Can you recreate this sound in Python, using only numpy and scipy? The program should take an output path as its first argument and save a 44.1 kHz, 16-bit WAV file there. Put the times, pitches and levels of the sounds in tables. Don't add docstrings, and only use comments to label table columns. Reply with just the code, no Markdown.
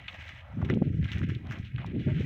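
import sys
import numpy as np
from scipy import signal
from scipy.io import wavfile
from scipy.ndimage import uniform_filter1d

SR = 44100
rng = np.random.default_rng(int(sys.argv[2]) if len(sys.argv) > 2 else 0)


def gain_from_decibels(decibels):
    exponent = np.asarray(decibels, float) / 20
    return 10 ** exponent


def transcribe(signal):
    frames = np.atleast_2d(signal).T
    limited = np.clip(frames, -1, 1)
    pcm = np.round(limited * 32767).astype(np.int16)
    wavfile.write(sys.argv[1], SR, pcm)


N = 99313


def rms_one(x):
    return x / np.sqrt(np.mean(x ** 2) + 1e-20)


def in_time(rows):
    s, *columns = np.transpose(rows)
    return [np.interp(np.arange(N) / SR, s, column) for column in columns]


def filtered(x, order, hz, kind="low"):
    return signal.sosfilt(signal.butter(order, hz, kind, fs=SR, output="sos"), x)


def drift(rate_hz):
    r = np.exp(-40 * np.pi * rate_hz / SR)
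    noise = rng.standard_normal(N // 20 + 2002)
    slow = signal.lfilter([1], [1, -2 * r, r * r], noise)[2000:]
    return np.interp(np.arange(N) / 20, np.arange(len(slow)), rms_one(slow - slow.mean()))


def grains(count, per_s, spread_db):
    sizes = gain_from_decibels(spread_db * np.minimum(rng.exponential(1, count), 4))
    signs = rng.choice([-1, 1], count)
    struck = rng.random(count) < per_s / SR
    return rms_one(sizes * signs * struck + 1e-9)


def banded(sources, spectrum, lumpy_db, lump_hz):
    hz, level_db = np.transpose(spectrum)
    edges_hz = 20 * 2 ** np.arange(0, 9.7, 1 / 3)
    out, together = 0, drift(lump_hz)
    for k, (low, high) in enumerate(zip(edges_hz, edges_hz[1:])):
        centre = np.sqrt(low * high)
        if hz[0] * .9 < centre < hz[-1] * 1.1:
            source = sources[k % 2]
            led_in = np.r_[source[-SR // 4:], source]
            band = filtered(led_in, 3, [low, high], "band")[-N:]
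            gain_db = np.interp(np.log(centre), np.log(hz), level_db)
            flicker = .9 * together + .7 * drift(lump_hz)
            out = out + band * gain_from_decibels(gain_db + lumpy_db * flicker)
    return rms_one(out)


def resonate(x, hz, width_hz):
    r = np.exp(-np.pi * width_hz / SR)
    b = (1 - r * r) / 2 * np.array([1, 0, -1])
    a = [1, -2 * r * np.cos(2 * np.pi * hz / SR), r * r]
    return signal.lfilter(b, a, signal.lfilter(b, a, x))


def brighten(x):
    hump = filtered(resonate(x, 5500, 2000), 2, 4000, "high")
    return hump + gain_from_decibels(-20) * filtered(x, 6, 12000, "high")


def dull(x):
    return filtered(x, 10, 4150)


def add(out, s, piece):
    i = int(s * SR)
    out[i:i + len(piece)] += piece[:N - i]


# [t/s, level/dB, sharpness/dB]
GUST = [(0, -51, -14), (.3, -60, -5.5), (.42, -61, -25), (.545, -40, -21), (.575, -33.5, -7.5),
        (.7, -34, 1), (.84, -30.5, 1.5), (.92, -28, -11), (1.08, -35, -17.5), (1.2, -31.5, -7.5),
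        (1.36, -33.5, -12.5), (1.44, -39, -9.5), (1.56, -39, -5), (1.68, -39, -22), (1.9, -31, -12),
        (1.95, -36, 1.5), (2.14, -30.5, -6), (2.21, -42, -2.5)]
# [t/s, level/dB, f/Hz,
# length/cycles]
BUFFETS = [(0.605, -22.5, 176, 0.52), (0.631, -20.5, 108, 0.53), (0.637, -27.8, 214, 1.35),
           (0.665, -30, 140, 0.82), (0.69, -29, 177, 1.3), (0.703, -26.5, 82.5, 1.6),
           (0.71, -20.2, 124, 1.13), (0.723, -25, 180, 0.3), (0.733, -14.5, 174, 0.27),
           (0.754, -26.5, 120, 1.5), (0.766, -26, 196, 1.1), (0.784, -20.5, 232, 0.51),
           (0.802, -34.5, 188, 1.1), (0.821, -15, 150.6, 0.57), (0.875, -21.5, 130.4, 0.65),
           (0.892, -33, 118, 0.75), (0.94, -28.4, 90, 1.26), (0.946, -28, 157, 1.3),
           (0.973, -25.5, 168, 0.79), (0.992, -17.5, 118, 0.28), (1.0, -18, 159, 0.82),
           (1.016, -25.5, 92, 0.75), (1.035, -24, 118, 0.23), (1.051, -23.5, 104, 0.63),
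           (1.155, -25.5, 87, 0.41), (1.163, -22, 144, 0.45), (1.213, -20.5, 131, 0.21),
           (1.231, -24.5, 108, 0.65), (1.246, -20, 185, 0.53), (1.292, -18, 143, 0.39),
           (1.315, -22, 100, 0.71), (1.368, -21.5, 109, 0.62), (1.599, -21, 111, 0.21),
           (1.75, -24.8, 120, 1.3), (1.905, -33.5, 103, 0.9), (1.96, -24.5, 199, 0.99),
           (1.984, -21, 190, 0.57), (1.995, -28.5, 130, 1.1), (2.018, -25, 121, 0.34),
           (2.065, -21.5, 131, 0.6), (2.074, -22, 204, 0.55), (2.081, -20, 130.5, 0.85),
           (2.088, -26, 208, 0.3), (2.1, -24.5, 121, 0.65), (2.123, -18.5, 119.6, 0.58),
           (2.156, -34, 94.3, 2.1), (2.169, -20.5, 156, 2), (2.198, -22.5, 208, 0.9),
           (2.209, -22, 108, 0.63), (2.24, -27, 139, 1.4),
           (0.187, -39, 98, 0.42),
    (0.335, -41.5, 149, 0.43),
    (.574, -25, 220, 0.55),
    (1.184, -32.5, 192, 0.77),
    (1.503, -28, 129, 1),
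    (0.708, -31, 380, 0.47),
    (.772, -23.5, 400, 0.42),
    (.826, -24, 380, 0.31),
    (1.946, -31, 375, 0.48),
    (2.208, -28.5, 406, 0.76),
]
# [f/Hz, density/(dB per Hz)]
WIND_LOW = [(25, -34), (45, -9), (80, 14), (130, 9.5), (200, 2), (320, -24.5)]
WIND_EDGE = [(120, -13.5), (220, -2), (350, -9), (520, -25.5), (750, -40), (1000, -49)]
FLICKS_PER_S, EDDY_TRIM_DB, BETWEEN_DB = 220, -0.45, -2.5
EDGE_FOLLOWS = 0.61


def wind():
    level_db, sharp_db = in_time(GUST)
    white = rng.standard_normal((2, N))
    flicks = grains(N, FLICKS_PER_S, 3.45)
    out = gain_from_decibels(level_db + BETWEEN_DB) * banded(white, WIND_LOW, 2.1, 33)
    t = np.arange(-1300, 1300) / SR
    for s, db, hz, cycles in BUFFETS:
        shape = np.exp(-.5 * (t * hz / max(cycles, .2)) ** 2)
        wave = np.cos(2 * np.pi * (hz * t + rng.random()))
        add(out, s + t[0], gain_from_decibels(db + EDDY_TRIM_DB) * shape * wave)
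    power = uniform_filter1d(out ** 2, size=400)
    swing = np.sqrt(np.maximum(power, 1e-12)) / gain_from_decibels(level_db)
    edge = gain_from_decibels(level_db + sharp_db) * swing ** EDGE_FOLLOWS
    sharp = edge * banded([flicks, flicks[::-1]], WIND_EDGE, 1.3, 21)
    return filtered(out + sharp, 6, 780)


# [t/s, level/dB, fine dust/dB, coarse clods/dB]
SCUFF = [(0, -48.5, -28, -3), (.055, -54.5, -26.5, -10), (.1, -48.5, -21.5, -5), (.32, -46.5, -24.5, -10),
         (.49, -59.5, -26.5, 5), (.74, -53.5, -21, 1.5), (.79, -57, -25.5, -27.5),
         (1.01, -57, -19.5, -36.5), (1.07, -49, -24.5, -6.5), (1.2, -49, -23, -6),
         (1.27, -55.5, -27.5, -33), (1.46, -57, -27.5, 2), (1.55, -50.5, -22, -3.5),
         (1.72, -57.5, -27.5, -22), (1.83, -50.5, -33, 2), (1.94, -57.5, -29, -10.5),
         (2.06, -48.5, -26, -20.5), (2.25, -46, -23.5, -10.5)]
# [f/Hz, density/(dB per Hz)]
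GRIT = [(1000, -41), (1300, 1.5), (2000, 8.5), (3200, 0), (3900, -11.5), (4900, -27)]
DUST = [(4300, 0.5), (5200, 7.5), (6400, 14), (8100, -8), (11000, -15.5), (15600, -4.5)]
CLODS = [(620, -5), (800, -4.5), (1050, -10.5), (1350, -6)]
GRAINS_PER_S, GRAIN_SPREAD_DB = 2500, 2.5


def scuff():
    level_db, dust_db, clod_db = in_time(SCUFF)
    rain = [grains(N, GRAINS_PER_S, GRAIN_SPREAD_DB) for _ in range(2)]
    grit = filtered(banded(rain, GRIT, 2.2, 30), 6, 1200, "high")
    dust = gain_from_decibels(dust_db) * banded(rain, DUST, 1.8, 30)
    clods = gain_from_decibels(clod_db) * banded(rain, CLODS, 2.5, 20)
    return gain_from_decibels(level_db) * (grit + dust + clods)


# [f/Hz, density/(dB per Hz)]
RUMBLE = [(25, -11.5), (50, -11), (80, 5), (125, -2.5)]
RUMBLE_DB = -51.5


def rumble():
    return gain_from_decibels(RUMBLE_DB) * banded(rng.standard_normal((2, N)), RUMBLE, 1.0, 36)


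# [t/s, level/dB, f/Hz, dying time/s, bright share/dB]
CRUNCHES = [(.08, -31.5, 2360, 0.0088, -27), (.2074, -45.5, 1980, 0.013, -25),
            (0.263, -42.5, 1880, 0.01, -22), (0.289, -37.5, 1890, 0.0061, -11.5),
            (0.3738, -46.5, 1670, 0.002, -25), (0.6154, -40.5, 1140, 0.007, -22),
            (.647, -42.5, 2270, 0.0081, -11.5), (0.687, -42, 1490, 0.0073, -37),
            (0.6984, -25.5, 1540, 0.0039, -18.5), (0.7057, -38.5, 2200, 0.011, -23),
            (.847, -50, 2200, 0.0065, -25.5), (1.027, -40.5, 2020, 0.0028, -45),
            (1.0414, -39, 2300, 0.0093, -17), (1.054, -38, 1635, 0.0043, -23),
            (1.0821, -40.5, 2030, 0.029, -23.5), (1.119, -37, 1900, 0.027, -14),
            (1.153, -42.5, 2020, 0.013, -23.5), (1.172, -37.5, 1840, 0.008, -36),
            (1.23, -38, 1720, 0.0085, -18.5), (1.286, -41, 1900, 0.047, -18),
            (1.2943, -40, 1790, 0.007, -28.5), (1.349, -38.5, 3120, 0.0025, -14),
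            (1.5, -51.5, 2450, 0.0094, -8), (1.509, -36.5, 1500, 0.0056, -14),
            (1.518, -37.5, 1600, 0.017, -13), (1.554, -41.5, 2000, 0.0074, -26.5),
            (1.647, -48, 2700, 0.025, -17.5), (1.78, -37, 1560, 0.012, -33.5),
            (1.815, -45, 2330, 0.0057, -32.5), (1.862, -49, 3530, .007, -6),
            (1.9931, -48, 2530, 0.03, -22.5), (2.012, -51.5, 3100, 0.012, -25),
            (2.082, -43.5, 1600, 0.021, -33), (2.155, -52, 2130, .012, -19.5),
            (2.197, -49, 2860, 0.0067, -10)]
CRUNCH_ATTACK_S, CRUNCH_PER_S = 0.00049, 3500
CRUNCH_WIDTH = 0.69
BRIGHT_TRIM_DB = 9


def hooves():
    out, spray = np.zeros((2, N))
    t = np.arange(5000) / SR
    for s, db, hz, dying_s, bright_db in CRUNCHES:
        shape = (1 - np.exp(-t / CRUNCH_ATTACK_S)) * np.exp(-t / max(dying_s, .002))
        crushed = grains(len(t), CRUNCH_PER_S, 1.2) * shape
        body = resonate(crushed, hz, CRUNCH_WIDTH * hz)
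        add(out, s, gain_from_decibels(db + 6) * body / np.max(abs(body)))
        fine = grains(len(t), 3.0 * CRUNCH_PER_S, 4.0) * shape ** 1.3
        add(spray, s, gain_from_decibels(db + bright_db + BRIGHT_TRIM_DB) * fine)
    return dull(out) + brighten(spray)


# [f/Hz, width/Hz, level/dB]
RINGS = [(1600, 75, -5), (1980, 120, -4.5), (2205, 89, -4), (2908, 63, -1), (3440, 110, -1)]


def ringing(x):
    return x + sum(gain_from_decibels(db) * resonate(x, hz, width_hz) for hz, width_hz, db in RINGS)


# [t/s, level/dB, f/Hz, bright share/dB]
SNAPS = [(0.1292, -41, 3370, -28), (.146, -40.5, 734, -51), (0.2816, -43.5, 3570, -1), (0.3, -46, 2860, -3),
         (0.408, -43, 2600, -19), (0.6266, -31, 670, -31), (0.7384, -31, 2580, -41),
         (0.742, -43, 2900, -10), (0.747, -54, 3500, 12), (.7545, -46.5, 3000, -13),
         (1.080, -39, 3060, -19.5), (1.1069, -50, 3500, 4), (1.1177, -26, 3100, -10),
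         (1.133, -31.5, 2450, -22), (1.183, -42, 3500, 5), (1.191, -36.5, 2500, -2),
         (1.216, -31.5, 1410, -41.5), (1.241, -43, 3110, -0.5), (1.303, -31, 1700, -40),
         (1.47, -47, 3600, 3), (1.524, -36, 1540, -7), (1.5875, -48.5, 3530, 6.5),
         (1.7617, -32.5, 2560, -40), (1.845, -31, 824, -30), (1.864, -44, 3700, 2), (2.235, -57, 3580, 8)]
SNAP_WIDTH = .55


def snaps():
    out = np.zeros(N)
    click = (np.arange(600) == 0).astype(float)
    sharp = brighten(click)
    sharp = sharp / np.max(abs(sharp))
    for s, db, hz, bright_db in SNAPS:
        body = dull(resonate(click, hz, SNAP_WIDTH * hz))
        add(out, s, gain_from_decibels(db) * (body / np.max(abs(body)) + gain_from_decibels(bright_db - 9.0) * sharp))
    return out


CREAK_S, CREAK_LENGTH_S, CREAK_HZ, CREAK_DB = 2.066, 0.058, 308, -43


def creak():
    out = np.zeros(N)
    t = np.arange(int(CREAK_LENGTH_S * SR)) / SR
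    turn = 2 * np.pi * CREAK_HZ * np.cumsum(1 + .03 * drift(40)[:len(t)]) / SR
    shape = np.sqrt(np.sin(np.pi * t / CREAK_LENGTH_S))
    partials = np.sin(2 * turn) + gain_from_decibels(-13) * np.sin(3 * turn)
    add(out, CREAK_S, gain_from_decibels(CREAK_DB) * shape * partials)
    return out


HISS_DB = -85.5


def scene():
    ground = gain_from_decibels(-2) * ringing(scuff() + hooves()) + snaps()
    hiss = gain_from_decibels(HISS_DB) * rng.standard_normal(N)
    return (wind() + ground + rumble() + creak() + hiss)[None]


def band_limit(x):
    return signal.sosfilt(signal.butter(12, 15850, fs=SR, output="sos"), x)


BASS_CUT_HZ, PEAK_LIMIT = 37.5, .22


def record(dry):
    x = filtered(dry, 3, BASS_CUT_HZ, "high")
    return band_limit(PEAK_LIMIT * np.tanh(x / PEAK_LIMIT))


dry = scene()
out = record(dry)
transcribe(out)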